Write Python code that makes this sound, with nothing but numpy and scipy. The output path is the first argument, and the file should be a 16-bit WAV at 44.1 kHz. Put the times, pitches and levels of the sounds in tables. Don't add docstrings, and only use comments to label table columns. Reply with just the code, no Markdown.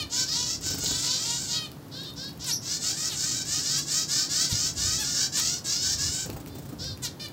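import sys
import numpy as np
from scipy import signal
from scipy.fft import rfft, irfft, next_fast_len
from scipy.io import wavfile

SR = 44100
rng = np.random.default_rng(int(sys.argv[2]) if len(sys.argv) > 2 else 0)


def wav_record(signal):
    frames = np.transpose(np.atleast_2d(signal))
    bounded = np.clip(frames, -1, 1)
    quanta = np.round(bounded * 32767).astype(np.int16)
    wavfile.write(sys.argv[1], SR, quanta)


N = 322812
TIME = np.arange(N) / SR
CUTOFF_HZ = 15750

# frequency in Hz, relative spectral density in dB.
RUMBLE_SPECTRUM = [(30, -58), (60, -13.5), (100, -3.5), (145, 1.5), (210, -6), (290, -4), (450, -13),
                   (800, -18), (1600, -24.5), (2400, -31.5), (4500, -29), (9000, -37), (15000, -34)]
DRAUGHT_SPECTRUM = [(20, -32.5), (55, 1), (90, 7.5), (160, -1.5), (400, -36), (1500, -76)]
TICK_SPECTRUM = [(500, -29), (2500, -4), (6000, -7), (10000, -9), (15000, -3.5)]
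PUFF_SPECTRUM = [(30, -24), (90, -2.5), (280, 4.5), (600, -6.5), (1500, -21.5), (5000, -57)]
SWISH_SPECTRUM = [(300, -12), (1500, 4.5), (4500, 5.5), (8000, 10), (11000, -2), (15000, 13)]
# frequency in Hz, level in dB.
HUM_PARTIALS = [(143, -52.5), (286, -57)]
# time in seconds, relative level in dB.
DRAUGHT_LEVELS = [(0.0, -45), (0.08, -44), (0.16, -64), (0.37, -49.5), (0.55, -48), (0.73, -45),
                  (0.98, -42.5), (1.14, -66), (1.22, -56), (1.34, -62.5), (1.61, -49), (1.77, -68.5),
                  (1.87, -68), (2.0, -70), (2.2, -49), (2.26, -56), (3.36, -57), (3.53, -42), (3.67, -61.5),
                  (3.91, -69.5), (4.01, -57), (4.24, -71), (4.47, -60), (4.5, -56), (4.54, -29),
                  (4.56, -51), (4.63, -48), (4.83, -35.5), (5.18, -52), (5.34, -54), (5.46, -40),
                  (5.53, -59), (6.08, -36.5), (6.16, -46), (6.36, -41.5), (6.42, -46), (6.67, -50),
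                  (6.83, -42), (6.89, -40), (7.32, -60)]
GUST_LEVELS = [(4.505, -64), (4.53, -27.5), (4.55, -30), (4.575, -59), (4.6, -76)]
# start in seconds, relative level in dB.
BEAK_TICKS = [(0.6115, -39), (1.1204, -41.5), (1.6741, -44.5), (1.8831, -46), (2.0448, -44), (2.0921, -56),
              (2.1375, -42), (2.2413, -43.5), (2.2932, -40.5), (2.4428, -33.5), (3.4531, -37),
              (4.1295, -41), (5.3984, -23.5), (5.5902, -37), (5.9304, -35.5), (6.3006, -30),
              (6.4612, -38.5), (6.8428, -39), (6.9745, -40)]
# time in seconds, relative levels of air puff and feather swish in dB.
DOWNSTROKES = [(0.664, -37, -39), (0.704, -34, -37), (0.742, -29, -36.5), (0.782, -34.5, -36.5),
               (0.835, -29.5, -37), (0.871, -35, -37), (0.909, -29, -39.5), (6.258, -31.5, -41),
               (6.294, -28.5, -47.5), (6.328, -39, -44), (6.364, -29.5, -43.5), (6.401, -39, -45.5),
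               (6.473, -32.5, -43.5), (6.552, -36, -45.5), (6.584, -35.5, -44), (6.622, -43, -48),
               (6.655, -42, -47.5), (6.69, -39, -46), (6.725, -31, -50)]
# time in seconds, pitch in Hz, relative level in dB.
SQUEAK_CONTOUR = [(2.503, 3600, -56), (2.514, 4700, -24), (2.524, 5750, -30), (2.537, 5500, -24.5),
                  (2.553, 5850, -32), (2.566, 5400, -31), (2.58, 5200, -47)]

# frequency in Hz, relative gain in dB.
CHIP_FILTER = [(450, -8), (950, 1), (1700, 3.5), (2500, 0.5), (3800, 11), (4700, 6.5), (5700, 5.5),
               (8000, 6.5), (9800, -5), (12000, -1), (15000, -3)]
NASAL_FILTER = [(600, -8), (1250, -5.5), (1850, -6.5), (2450, -0.5), (3050, 4), (3700, 0.5), (4400, 3),
                (5600, -4.5), (7000, -6.5), (9000, -13), (14000, -18)]
WHINE_FILTER = [(500, -8), (1100, -13), (1650, -2), (2200, -22), (3000, -6.5), (3700, 2), (5400, 0.5),
                (6300, -11), (7800, -7.5), (9500, -29), (14000, -20)]
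HOARSE_FILTER = [(500, -20), (850, -13.5), (1100, -9.5), (1300, -9.5), (1680, -1), (2200, -11),
                 (3100, -3.5), (3900, 1), (5100, 4.5), (6300, -2.5), (7600, -1), (8800, -15.5),
                 (10600, -22), (13600, -12.5)]
DEEP_FILTER = [(500, -17), (930, -3), (1250, -12), (1550, -7), (2300, -14), (3100, -1.5), (4000, 4.5),
               (5000, 2.5), (6300, -6), (7600, -4.5), (8800, -20), (11000, -17), (14000, -21)]
# start and length in seconds, nominal pitch in Hz, level in dB,
# loudest point as a fraction of the length, mid-call beak resonance in Hz.
NASAL_CALLS = [(-.05, 0.0823, 622, -32, 1, 4100), (1.529, .14, 631, -37, 0.43, 3480),
               (7.196, 0.075, 600.6, -38, .3, 4540)]
# start and length in seconds, first, middle and
# last pitch in Hz, level in dB, loudest point as a fraction, mid-call beak resonance in Hz.
CHIP_CALLS = [(2.454, 0.065, 535, 494.2, 426, -29, 0.75, 6900),
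              (3.077, .085, 520, 439, 369, -35, 0.46, 3420),
              (3.777, 0.0346, 515, 569, 550, -29.5, 0.3, 5670),
              (4.483, .052, 521, 483, 436, -29, 0.78, 5800), (4.972, .072, 760, 868, 750, -32, 0.66, 2300),
              (5.362, 0.053, 575, 475, 425, -27, 0.44, 6350),
              (7.018, 0.06, 514, 483, 429, -30.5, 0.58, 5800)]
WHINE_CALLS = [(1.912, 0.15, 461, 536.5, 538, -40, 0.42, 3800),
               (2.024, 0.083, 551, 599.7, 615, -40, 0.84, 3950),
               (2.157, .16, 471.4, 542.6, 549, -38.5, 0.39, 5000),
               (6.472, 0.136, 580, 593.3, 600, -57, .4, 3820),
               (6.785, .16, 450, 528.4, 504, -37, 0.33, 4960)]
# start and length in seconds, nominal first and last pitch in Hz,
# level in dB, loudest point as a fraction, mid-call beak resonance in Hz.
BEGGING_CALLS = [(0.094, 0.15, 461.7, 511.5, -29.5, 0.85, 6400), (0.113, 0.16, 743, 762, -29.5, 0.46, 6400),
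                 (0.257, 0.12, 575, 675, -29, 0.7, 5040), (0.309, 0.19, 458.4, 495, -29.5, 0.5, 6300),
                 (0.451, 0.12, 637, 675, -30, 0.55, 6400), (0.605, 0.14, 648, 687, -36, 0.67, 7100),
                 (0.611, 0.17, 732, 771, -33, 0.4, 6300), (0.761, 0.28, 712.4, 784.5, -31, 0.41, 7000),
                 (0.838, 0.18, 458, 509, -33, 0.1, 3920), (0.9, 0.19, 629, 676, -32, 0.97, 7900),
                 (1.014, 0.18, 475.5, 516.1, -29, 0.65, 6660), (1.018, 0.24, 716.5, 801, -35, 0, 4000),
                 (1.15, 0.154, 599, 706, -32.5, 0.4, 6690), (1.23, 0.17, 460, 476, -30.5, 0.46, 7100),
                 (1.255, 0.21, 680, 766, -34.5, 0.83, 7600), (1.434, 0.1617, 696, 744, -32.5, 0.56, 6900),
                 (1.468, 0.13, 461.4, 479.6, -32, 0.72, 4880), (2.392, 0.1, 454, 566, -36.5, 0.67, 5730),
                 (2.612, 0.178, 644, 745, -33, 0.64, 5700), (2.642, 0.155, 537, 590, -35, 0.66, 7400),
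                 (2.793, 0.16, 588, 684, -32.5, 0.58, 6790), (2.811, 0.15, 697, 805, -31, 0.39, 6700),
                 (2.925, 0.17, 563, 662.7, -31, 1, 7350), (2.99, 0.093, 704, 756, -34, 0.9, 6800),
                 (3.107, 0.149, 694, 772, -31, 1, 6900), (3.181, 0.2, 566, 649, -30.5, 0.57, 7000),
                 (3.238, 0.2, 703, 785, -32.5, 0.85, 6800), (3.442, 0.18, 552, 644, -30, 0.72, 6790),
                 (3.461, 0.18, 664, 769.4, -32, 0.57, 6500), (3.578, 0.28, 547, 687, -31, 0.61, 6900),
                 (3.627, 0.2, 697, 820, -31, 0.31, 4890), (3.847, 0.21, 557.4, 653, -28, 0.72, 6910),
                 (3.868, 0.21, 710, 800, -32.5, 0.3, 5350), (4.074, 0.21, 559, 626, -28.5, 0.4, 6900),
                 (4.077, 0.2, 692, 798, -28.5, 0.35, 5760), (4.287, 0.204, 550, 692.6, -27.5, 0.69, 6930),
                 (4.285, 0.23, 700, 796, -30, 0.26, 5500), (4.521, 0.2, 565.4, 664.2, -29.5, 0.7, 7040),
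                 (4.501, 0.21, 690, 769, -30.5, 0.3, 5800), (4.747, 0.28, 550, 667, -29.5, 0.7, 7110),
                 (4.753, 0.21, 711, 771.2, -30, 0.39, 5900), (4.976, 0.24, 552, 608, -32, 0.59, 5800),
                 (4.995, 0.25, 700, 738, -33.5, 0.3, 7330), (5.127, 0.15, 538, 580, -29.5, 0.5, 5950),
                 (5.133, 0.1517, 707, 798, -30, 0.7, 6880), (5.319, 0.22, 572.5, 688.5, -28, 0.23, 6300),
                 (5.417, 0.18, 668, 735, -30.5, 0.54, 6700), (5.638, 0.15, 537.6, 578, -32, 0.29, 7030),
                 (5.65, 0.25, 650, 773, -30.5, 0.35, 5600), (5.811, 0.1633, 549, 607, -29, 0.6, 6550),
                 (5.796, 0.17, 739, 810, -30.5, 0.33, 6390), (5.972, 0.14, 543, 583, -28.5, 0.36, 6300),
                 (5.991, 0.27, 676, 785, -31.5, 0.77, 8000)]


def from_db(db):
    return 10 ** (np.asarray(db) / 20)


def unit_power(x):
    return x / np.sqrt(np.mean(x ** 2) + 1e-20)


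def level_at(spectrum, hz):
    known_hz, db = np.transpose(spectrum)
    return np.interp(np.log(hz), np.log(known_hz), db)


def contours(rows):
    times, *columns = np.transpose(rows)
    return [np.interp(TIME, times, column) for column in columns]


def noise(spectrum, size):
    padded = next_fast_len(size)
    hz = np.fft.rfftfreq(padded, 1 / SR) + 1
    shaped = rfft(rng.standard_normal(padded)) * from_db(level_at(spectrum, hz))
    return unit_power(irfft(shaped, padded)[:size])


def waver(rate_hz, size):
    pole, settling = np.exp(-2 * np.pi * rate_hz / SR), 2000
    smooth = signal.lfilter([1], [1, -2 * pole, pole * pole], rng.standard_normal(size + settling))
    return unit_power(smooth[settling:])


def add(track, start, sound):
    at = round(start * SR)
    sound, at = sound[max(-at, 0):], max(at, 0)
    track[at:at + len(sound)] += sound[:max(N - at, 0)]


def burst(spectrum, rise_s):
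    age = np.arange(SR // 10) / SR / rise_s
    return noise(spectrum, len(age)) * age * np.exp(1 - age)


def background(rumble_db=-43.5, draught_gain_db=-1):
    hum = np.zeros(N)
    for hz, db in HUM_PARTIALS:
        phase = 2 * np.pi * np.cumsum(hz + 7 * waver(14.8, N)) / SR
        hum += from_db(db) * np.sqrt(2) * np.sin(phase)
    draught = from_db(contours(DRAUGHT_LEVELS)[0] + draught_gain_db)
    gust = from_db(contours(GUST_LEVELS)[0])
    rumble = from_db(rumble_db) * noise(RUMBLE_SPECTRUM, N)
    return rumble + hum + (draught + gust) * noise(DRAUGHT_SPECTRUM, N)


def aviary(direct, t60_s=0.19, first_echo_s=0.0024, wall_hz=8000):
    age = np.arange(SR // 2) / SR
    echoes = rng.standard_normal(len(age)) * from_db(-60 * age / t60_s) * (age > first_echo_s)
    absorption = signal.butter(1, wall_hz, fs=SR, output="sos")
    response = signal.sosfilt(absorption, echoes / np.linalg.norm(echoes))
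    return signal.fftconvolve(direct, response)[:N]


def pecking(tick_gain_db=2, husk_db=-53, husk_spread_db=5, husk_count=130):
    out = np.zeros(N)
    for start, db in BEAK_TICKS:
        add(out, start, from_db(db + tick_gain_db) * burst(TICK_SPECTRUM, rise_s=0.00049))
    for start in rng.uniform(0, N / SR, husk_count):
        db = husk_db + husk_spread_db * rng.normal()
        add(out, start, from_db(db) * burst(TICK_SPECTRUM, rise_s=0.001))
    return out


def wings(puff_gain_db=-5, swish_gain_db=2, lead_s=0.0025):
    out = np.zeros(N)
    for time, puff_db, swish_db in DOWNSTROKES:
        puff = from_db(puff_db + puff_gain_db) * burst(PUFF_SPECTRUM, rise_s=0.00443)
        swish = from_db(swish_db + swish_gain_db) * burst(SWISH_SPECTRUM, rise_s=0.0057)
        add(out, time - lead_s, puff + swish)
    return out


def squeak(octave_db=-13, gain_db=-1.5, jitter=.06):
    pitch, db = contours(SQUEAK_CONTOUR)
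    phase = 2 * np.pi * np.cumsum(pitch * (1 + jitter * waver(450, N))) / SR
    sounding = (TIME > SQUEAK_CONTOUR[0][0]) & (TIME < SQUEAK_CONTOUR[-1][0])
    whistle = np.sin(phase) + from_db(octave_db) * np.sin(2 * phase)
    return sounding * from_db(db + gain_db) * np.sqrt(2) * whistle


def call(length, pitches, crest, beak_hz, throat, jitter, rasp_db,
         beak_db, beak_fall_octaves, scatter_rad, fullness, beak_width_octaves=0.39):
    size = int(length * SR)
    along = np.linspace(0, 1, size)
    swell_angle = np.pi * np.interp(along, [0, np.clip(crest, .1, .9), 1], [0, .5, 1])
    envelope = np.abs(np.sin(swell_angle)) ** (1 / fullness)
    glide = np.polyfit(np.linspace(0, 1, len(pitches)), pitches, len(pitches) - 1)
    pitch = np.polyval(glide, along)
    unsteady = jitter * (waver(220, size) + .35 * waver(30, size))
    phase = 2 * np.pi * np.cumsum(pitch * (1 + unsteady - unsteady.mean())) / SR
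    orders = np.arange(1, int(CUTOFF_HZ / np.mean(pitches)) + 1)[:, None]
    hz = orders * pitch
    resonance_hz = beak_hz * 2 ** (-beak_fall_octaves * (along - .5))
    resonance_db = beak_db * np.exp(-(np.log2(hz / resonance_hz) / beak_width_octaves) ** 2)
    gains = from_db(level_at(throat, hz) + resonance_db + rng.normal(0, 1, orders.shape))
    gains /= np.sqrt(np.sum(gains ** 2, axis=0) / 2)
    phase_offsets = scatter_rad * rng.standard_normal(orders.shape)
    voice = np.sum(gains * np.cos(orders * phase + phase_offsets), axis=0)
    air_gains = gains * np.sqrt(np.minimum(hz / resonance_hz, 1))
    air_spectrum = np.column_stack([hz.mean(axis=1), 20 * np.log10(air_gains.mean(axis=1))])
    air = unit_power(noise(air_spectrum, size) * (1 + .7 * np.cos(phase)))
    return envelope * unit_power(voice + from_db(rasp_db) * air)


def adults(nasal_bend=(.97, 1.008, 1.003, .988, .93), jitter=.006, rasp_db=-16):
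    out = np.zeros(N)
    for start, length, *pitches, db, crest, beak_hz in CHIP_CALLS:
        chip = call(length, pitches, crest, beak_hz, CHIP_FILTER, jitter, rasp_db,
                    beak_db=8, beak_fall_octaves=1.4, scatter_rad=0.91, fullness=1.0)
        add(out, start, from_db(db) * chip)
    for start, length, pitch, db, crest, beak_hz in NASAL_CALLS:
        nasal = call(length, pitch * np.array(nasal_bend), crest, beak_hz, NASAL_FILTER, jitter, rasp_db,
                     beak_db=5.5, beak_fall_octaves=0.14, scatter_rad=0.74, fullness=4.2)
        add(out, start, from_db(db) * nasal)
    return out


def whines():
    out = np.zeros(N)
    for start, length, *pitches, db, crest, beak_hz in WHINE_CALLS:
        whine = call(length, pitches, crest, beak_hz, WHINE_FILTER, jitter=.009, rasp_db=-12,
                     beak_db=8.5, beak_fall_octaves=0.55, scatter_rad=0.41, fullness=1.71)
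        add(out, start, from_db(db) * whine)
    return out


def fledglings(scoop=.975, arch=.016, shudder_db=1.5):
    out = np.zeros(N)
    for start, length, first_hz, last_hz, db, crest, beak_hz in BEGGING_CALLS:
        deep = first_hz < 500
        throat, jitter, rasp_db = (DEEP_FILTER, .016, -7) if deep else (HOARSE_FILTER, .024, -4.5)
        pitches = np.linspace(first_hz, last_hz, 4) * [scoop, 1 + arch / 2, 1 + arch, 1]
        cry = call(length, pitches, crest, beak_hz, throat, jitter, rasp_db,
                   beak_db=10, beak_fall_octaves=.4, scatter_rad=1.33, fullness=1.31)
        add(out, start, from_db(db + shudder_db * waver(99, len(cry))) * cry)
    return out


def scene(reverb_gain_db=-2):
    birds = fledglings() + whines() + adults() + squeak() + wings() + pecking()
    mono = birds + from_db(reverb_gain_db) * aviary(birds) + background()
    return np.array([mono, mono])


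def record(dry):
    return signal.sosfilt(signal.ellip(12, .1, 80, CUTOFF_HZ, fs=SR, output="sos"), dry)


dry = scene()
out = record(dry)
wav_record(out)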